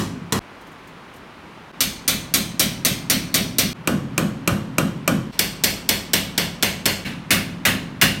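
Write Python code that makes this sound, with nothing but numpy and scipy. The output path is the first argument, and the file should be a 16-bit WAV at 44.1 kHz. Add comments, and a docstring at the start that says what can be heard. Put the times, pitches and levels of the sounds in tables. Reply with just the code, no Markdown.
"""A hammer fixes a steel plate to a brick or stone wall in a bare room, over steady air noise.
First comes one blow: the plate clanks, the wall thuds and the room booms. In the pause after it,
a spirit level scrapes lightly on the plate. Then come four runs of blows, each on its own spot.
The spot decides how bright the clank is, and in some runs the thud grows as the fixing goes in.
The level dips briefly after the first blow and before each run."""
import sys
import numpy as np
from scipy import signal
from scipy.io import wavfile

SR = 44100
rng = np.random.default_rng(int(sys.argv[2]) if len(sys.argv) > 2 else 0)


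def master(y):
    """Save y as 16-bit WAV."""
    cut = np.clip(np.atleast_2d(y).T, -1, 1)
    pcm = np.round(cut * 32767)  # scale
    wavfile.write(sys.argv[1], SR, pcm.astype(np.int16))


N = 361619
T = np.arange(int(.8 * SR)) / SR  # the seconds of one blow or scrape
# when each of the five struck spots is heard: start_s, end_s
SPOT_TIMES = [(-.03, .392), (1.717, 3.732), (3.732, 5.315), (5.315, 7.043), (7.043, 8.3)]
# tone of the steel at each spot: pitch_hz, level_db
TOP_MIDDLE = [(240, -41), (400, 3), (893, -14.5), (1110, -0.5), (1330, -13), (1790, -12), (2090, -18),
              (2550, -17.5), (3690, -15.5), (7060, -13), (16000, -26)]
RIGHT_ARM = [(240, -22), (400, -62), (560, -7), (800, -28.5), (1100, -6.5), (1500, -5), (2100, 0.5),
             (3000, 0), (4000, 5), (5000, 3.5), (6500, 4), (7500, 0.5), (9200, 5), (10400, -3), (12500, 3),
             (16000, -2)]
RIGHT_CORNER = [(240, -32), (400, -30), (545, 3), (880, -15.5), (1130, -1.5), (1480, -4.5), (1700, -9),
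                (2050, -15), (2400, -12), (2780, -14.5), (3050, -15.5), (8000, -13), (10400, -20.5),
                (11600, -14.5), (16000, -27)]
LEFT_ARM = [(240, -31), (400, 0), (650, 4), (850, -5), (1250, -5.5), (1650, 1), (2700, -1.5), (4050, 3),
            (5000, 2.5), (7400, 0), (9000, -1.5), (10400, -8), (12800, -1), (16000, -10.5)]
LEFT_CORNER = [(240, -43), (400, -10.5), (900, -12), (1300, -6), (1800, -0.5), (2200, -1.5), (3200, -5),
               (4500, -5.5), (7500, -12.5), (9000, -10.5), (10500, -15.5), (12800, -13), (16000, -20)]


def amp(db):
    """Turns decibels into a gain."""
    return 10 ** (np.asarray(db) / 20)


def unit(x, size=3000):
    """Scales a sound so that its first samples have an average (rms) level of 1."""
    return x / np.sqrt(np.mean(x[:size] ** 2) + 1e-20)


def read(points, hz):
    """Reads between a table's rows, with octaves evenly spaced."""
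    pitch_hz, value = np.transpose(points)
    return np.interp(np.log(hz + 1), np.log(pitch_hz + 1), value)


def add(mix, start_s, sound):
    """Mixes a sound in at start_s, which may be below zero."""
    at = round(start_s * SR)
    sound = sound[max(-at, 0):]
    part = mix[max(at, 0):][:len(sound)]
    part += sound[:len(part)]


def later(x, delay_s):
    """The same sound, delayed."""
    return np.pad(x, (max(int(delay_s * SR), 0), 0))[:len(x)]


def colour(x, points, tilt_db=0, size=4096):
    """Gives a sound the tone in a table, plus tilt_db for each octave above 1000 Hz."""
    hz = abs(np.fft.fftfreq(size, 1 / SR))
    octaves = np.log2(np.maximum(hz, 1000) / 1000)
    log_gain = np.log(amp(read(points, hz) + tilt_db * octaves))
    taps = np.fft.ifft(np.exp(np.conj(signal.hilbert(log_gain)))).real  # never rings ahead of a hit
    return signal.oaconvolve(x, taps[:size // 2])[:len(x)]


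def dying(decay_s):
    """A fade that falls by 60 dB in decay_s."""
    return np.exp(-np.log(1000) * T / max(decay_s, 1e-3))


def tones(table):
    """One dying tone for each row."""
    return np.array([amp(db) * dying(decay_s) * np.sin(2 * np.pi * hz * T) for hz, db, decay_s in table])


def alike(pattern, share):
    """Noise that is partly a given pattern and partly new."""
    share = np.clip(share, 0, 1)
    return np.sqrt(share) * pattern + np.sqrt(1 - share) * rng.standard_normal(len(pattern))


def air(level_db=-41.5):
    """Steady air noise in the room."""
    # tone of the air: pitch_hz, level_db
    air_tone = [(18, -54), (30, -10), (145, -6), (161, -1), (364, -6), (394, -6), (437, -8), (632, -9.5),
                (1010, -7), (2350, -14.5), (2980, -17.5), (7870, -36.5), (8980, -36), (16000, -45.5)]
    return amp(level_db) * unit(colour(rng.standard_normal(N), air_tone), size=N)


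def room_tail(noise, build_s=0.0043):
    """Crowded echoes build up after a blow; the treble dies first."""
    # how long the room rings: pitch_hz, decay_s
    room_decay = [(100, 5.5), (250, 1), (500, 0.5442), (1200, 0.37), (3000, 0.4667), (6500, 0.4724),
                  (13000, 0.3143)]
    # tone of its echoes: pitch_hz, level_db
    room_tone = [(200, -6.5), (1000, 5.5), (3000, 6), (6000, -2.5), (13000, 2.5)]
    hz, t, bands = signal.stft(noise, SR, nperseg=256)
    fade = np.exp(-np.log(1000) * t / read(room_decay, hz)[:, None])
    bands = bands * amp(read(room_tone, hz))[:, None] * fade
    return signal.istft(bands, nperseg=256)[1][:len(T)] * (1 - np.exp(-(T / build_s) ** 2))


def room_rumble(level_db=-25, swell_s=0.025):
    """The room's deepest tones swell after a blow and die away."""
    # deep room tones: pitch_hz, level_db, decay_s
    deep_tones = [(44.4, -4, 1), (62.7, 6.5, 0.34), (73, -6, 1), (95, -20, 0.71)]
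    return amp(level_db) * unit(tones(deep_tones).sum(0) * (1 - np.exp(-T / swell_s)), size=8000)


def low_echoes(pitch_hz=205, width_s=0.0059, spread_octaves=0.17):
    """The far walls throw the thud back as short, low throbs."""
    # echoes: delay_s, level_db
    echoes = [(0.023, -9.5), (0.049, -5.5), (0.0724, -4), (.087, -10.5), (0.111, -12.5)]
    pitches = pitch_hz * 2 ** (spread_octaves * rng.standard_normal(len(echoes)))
    return sum(amp(db) * np.sin(2 * np.pi * hz * (T - s)) * np.exp(-((T - s) / width_s) ** 2)
               for (s, db), hz in zip(echoes, pitches))


def scrapes(gain_db=-9, rise_s=0.002, decay_s=0.11, squeak_db=7):
    """The spirit level slides on the plate, metal on metal: faint hisses with a slight squeak."""
    # slides: start_s, level_db, pitch_hz
    slides = [(0.6091, -43, 6410), (0.667, -43, 6500), (0.7163, -44, 6900), (0.8715, -40, 6710),
              (1.1364, -41, 9220), (1.1598, -40, 11500)]
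    # tone of the rubbing: pitch_hz, level_db
    rub_tone = [(1500, -25), (4000, -3), (6500, 2), (9200, 1), (10500, -5), (12500, 2), (16000, -4)]
    out = np.zeros(N)
    for start_s, db, hz in slides:
        hiss = colour(rng.standard_normal(len(T)), rub_tone)
        rub = unit(colour(hiss, [(hz * .88, 0), (hz, squeak_db), (hz * 1.12, 0)]))
        add(out, start_s, amp(db + gain_db) * rub * dying(decay_s) * (1 - np.exp(-T / rise_s)))
    return out


def wall_thud(noise, tail, boom, knock_db, echo_db, boom_db, decay_s=0.052, swell_s=0.015):
    """The wall gives a dull knock, echoes throb, and a boom swells and hangs in the room."""
    # tone of the knock: pitch_hz, level_db
    knock_tone = [(30, -33), (80, -17.5), (145, 1), (200, -4.5), (270, 0.5), (340, -6), (450, -11.5),
                  (700, -14), (1500, -61.5)]
    knock = colour(amp(knock_db) * unit(noise * dying(decay_s)) + unit(tail), knock_tone)
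    hum = boom * (1 - np.exp(-T / swell_s))
    parts = [(knock, 0), (hum, boom_db), (low_echoes(), echo_db)]
    return unit(sum(amp(db) * unit(part, size=4400) for part, db in parts), size=4400)


def plate_tones(bite_hz, fall_db_per_octave=9, detune=0.0091):
    """Tones near the struck part's pitch ring most; each blow shifts their pitches a little."""
    # clear tones of the plate: pitch_hz, level_db, decay_s
    clear_tones = [(1052, -3.5, 0.21), (1123.5, 3.5, 0.17), (1452, 7, 0.096), (1566, -9.5, 0.18),
                   (1794, -1, 0.082), (2004, -34, 0.11), (2202, -3, 0.15), (2330, -14, 0.13),
                   (2570, -8.5, 0.11), (2690, 9, 0.031), (2897, 10.5, 0.012), (3195, 5, 0.11),
                   (3390, -10, 0.037), (3680, -34, 0.044), (3920, 5, 0.024), (3990, -11, 0.027),
                   (4200, 12, 0.036), (4340, -11.5, 0.056), (4500, 7, .06), (5380, -4, 0.031),
                   (6100, 23, 0.022), (6420, -8, 0.085), (6700, 10, 0.044), (8400, 12, 0.14)]
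    shifts = 1 + detune * rng.standard_normal(len(clear_tones))
    return tones([(hz * shift, db - fall_db_per_octave * abs(np.log2(hz / bite_hz)), decay_s)
                  for (hz, db, decay_s), shift in zip(clear_tones, shifts)])


def rippled(tone, ripple_db=2.1, spacing_hz=140):
    """The plate's crowded vibrations put narrow peaks and dips in its tone; it gives no deep bass."""
    hz = spacing_hz * np.arange(2, 125)
    ripple = ripple_db * np.minimum(hz / 3000, 1) * rng.standard_normal(len(hz))
    return np.vstack([(40, -55), np.c_[hz, read(tone, hz) + ripple]])


def steel_clank(noise, tail, plate, bite, decay_s, slap_db, ring_db, direct_db, slap_s=0.0041):
    """The hammer hits, the plate clanks and slaps the wall, and the room answers."""
    shape = dying(decay_s)
    shape = np.hypot(shape, amp(slap_db) * later(shape, slap_s * rng.uniform(0.2, 1.4)))
    shape = np.hypot(shape, amp(2) * dying(0.02))  # the hard first contact
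    direct = unit(colour(noise * shape, [(1000, 0)], tilt_db=1.85)) + bite  # brighter than its echoes
    clank = unit(amp(direct_db - 2) * direct + unit(tail))
    # the room holds the plate's clear tones for a while
    weights = amp(2 * rng.standard_normal(len(plate))) * rng.choice([-1, 1], len(plate))
    ring = signal.fftconvolve(weights @ plate, tail)[:len(T)]
    return clank + amp(ring_db + 4) * unit(ring)


def driving(start_s, end_s, fixing, settle_blows=2.2, tilt_per_db=0.5):
    """As a fixing goes in, the steel dulls and, at some spots, more of each blow reaches the wall."""
    # hammer blows: start_s, strength_db
    blows = [(0.3232, -23), (1.8057, -18.5), (2.0784, -18), (2.339, -17.5), (2.5955, -17), (2.849, -18),
             (3.099, -17.5), (3.3421, -18), (3.5843, -17.5), (3.8741, -24), (4.1791, -23.5),
             (4.4758, -22.5), (4.783, -22), (5.0775, -21.5), (5.3911, -19), (5.6374, -18), (5.89, -18.5),
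             (6.1336, -18), (6.3779, -20.5), (6.6257, -19), (6.8563, -19), (7.3066, -16.5), (7.6522, -17),
             (8.014, -14.5)]
    thud_db, loose_db, first_tilt_db, dulling_db = fixing
    times, strength_db = np.transpose([row for row in blows if start_s < row[0] < end_s])
    count = np.arange(len(times))
    wall_db = strength_db + thud_db - loose_db * np.exp(-count / settle_blows)
    brighter_db = tilt_per_db * (strength_db - strength_db.mean())  # harder blows sound brighter
    tilt_db = first_tilt_db - dulling_db * count + brighter_db
    return list(zip(times, strength_db, wall_db, tilt_db))


def hammering(start_s, end_s, spot, fixing, path, gain_db=1, bite_decay_s=0.029):
    """All the blows on one spot sound alike: each is a clank, a thud and a rumble."""
    # booming tones of wall and room: pitch_hz, level_db, decay_s
    boom_tones = [(99.5, -1, 0.84), (142.1, -1.5, 0.28), (172.4, -7.5, 2.9), (195.4, 2.5, 0.54),
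                  (209.8, -6.5, 1.67), (242.8, 1.5, 0.22), (259.3, -8, 1.03), (547, -7, 0.59),
                  (645, -14.5, 0.74)]
    tone, decay_s, slap_db, bite_hz, bite_db, ring_db, boom_db, share, age_s, earlier_db = spot
    direct_db, knock_db, echo_db = path
    blows = driving(start_s, end_s, fixing)
    # a blow from just before start_s, heard only as it dies away
    earlier = (start_s - age_s, blows[0][1] + earlier_db, blows[0][2] + earlier_db - 1, 0)
    plate_noise, wall_noise, room_noise = rng.standard_normal((3, len(T)))
    boom = rng.choice([-1, 1], len(boom_tones)) @ tones(boom_tones)
    rumble = room_rumble()
    # three close, short tones of the struck part give the hit its bite
    cluster = np.array([1, -1, 1]) @ tones([(bite_hz * k, 0, bite_decay_s) for k in (.93, 1, 1.075)])
    bite = amp(bite_db - 7) * unit(cluster)
    tone = rippled(tone)
    out = np.zeros(N)
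    for blow_s, clank_db, wall_db, tilt_db in [earlier] + blows:
        tail = room_tail(alike(room_noise, share))
        plate = plate_tones(bite_hz)
        noise = alike(plate_noise, share)
        clank = steel_clank(noise, tail, plate, bite, decay_s, slap_db, ring_db, direct_db)
        clank = amp(clank_db) * unit(colour(clank, tone, tilt_db))
        thud = amp(wall_db) * wall_thud(alike(wall_noise, share), tail, boom, knock_db, echo_db, boom_db)
        force = np.hypot(amp(clank_db), amp(wall_db))  # the rumble feels the whole blow
        add(out, blow_s, amp(gain_db) * (clank + thud) + force * rumble)
    t = np.arange(N) / SR
    return out * (t >= start_s) * (t < end_s)


def scene():
    """The hammer works on five spots in turn, with the scrapes and the room's air."""
    # how each spot sounds: tone, clank_decay_s, slap_db, bite_hz, bite_db, ring_db, boom_db,
    # repeated_share (0-1), earlier_blow_age_s, earlier_blow_db
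    spots = [(TOP_MIDDLE, 0.045, -2.06, 3700, -2.1, -25, -2.8, 1, .015, 0.39),
             (RIGHT_ARM, 0.13, -2.9, 3650, -27, -20.5, -3.5, 0.51, .4, -1.15),
             (RIGHT_CORNER, 0.035, -20, 2520, 0, -23.5, -7, 0.69, 0.33, 0.019),
             (LEFT_ARM, 0.031, 5.4, 3900, -8, -21.5, -1.5, 0.69, 0.15, -3),
             (LEFT_CORNER, 0.22, -7, 2300, -7.5, -21.5, 0.69, 0.18, .085, -1.1)]
    # how each fixing takes the hammer: thud_db, thud_lost_while_loose_db,
    # first_brightness_db_per_octave, dulling_each_blow_db_per_octave
    fixings = [(1, 1.5, -.5, 0), (-7.5, 7, -1.71, 0.07), (0.6, -2.5, 0.24, 0.32), (-9.5, 2.5, .5, 0.31),
               (-8.5, -0.5, 1.9, 1.14)]
    # what reaches the listener from each spot: direct_clank_db, direct_knock_db, low_echoes_db
    paths = [(4.5, -5.5, -1.5), (4.5, -11, -0.5), (8.3, -2.5, 1), (4, -1, -9.5), (4.5, -11.5, -11.5)]
    blows = sum(hammering(*times, spot, fixing, path)
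                for times, spot, fixing, path in zip(SPOT_TIMES, spots, fixings, paths))
    return (blows + scrapes() + air())[None]


def record(dry, fade_s=0.022, ceiling=9.3, low_cut_hz=34, high_cut_hz=16050):
    """Trims deep bass and top treble, rounds peaks, and dips the level as a spot starts or ends."""
    t = np.arange(N) / SR
    dry = signal.sosfilt(signal.butter(4, low_cut_hz, "highpass", fs=SR, output="sos"), dry)
    dips = [np.where(t < s, 1, np.clip((t - s) / fade_s, 0, 1)) for s in np.unique(SPOT_TIMES)]
    rounded = ceiling * np.tanh(dry * np.prod(dips, axis=0) / ceiling)
    high_cut = signal.firwin(511, high_cut_hz, window=("kaiser", 9), fs=SR)
    return signal.oaconvolve(rounded, high_cut[None], "same")


dry = scene()
out = record(dry)
master(out)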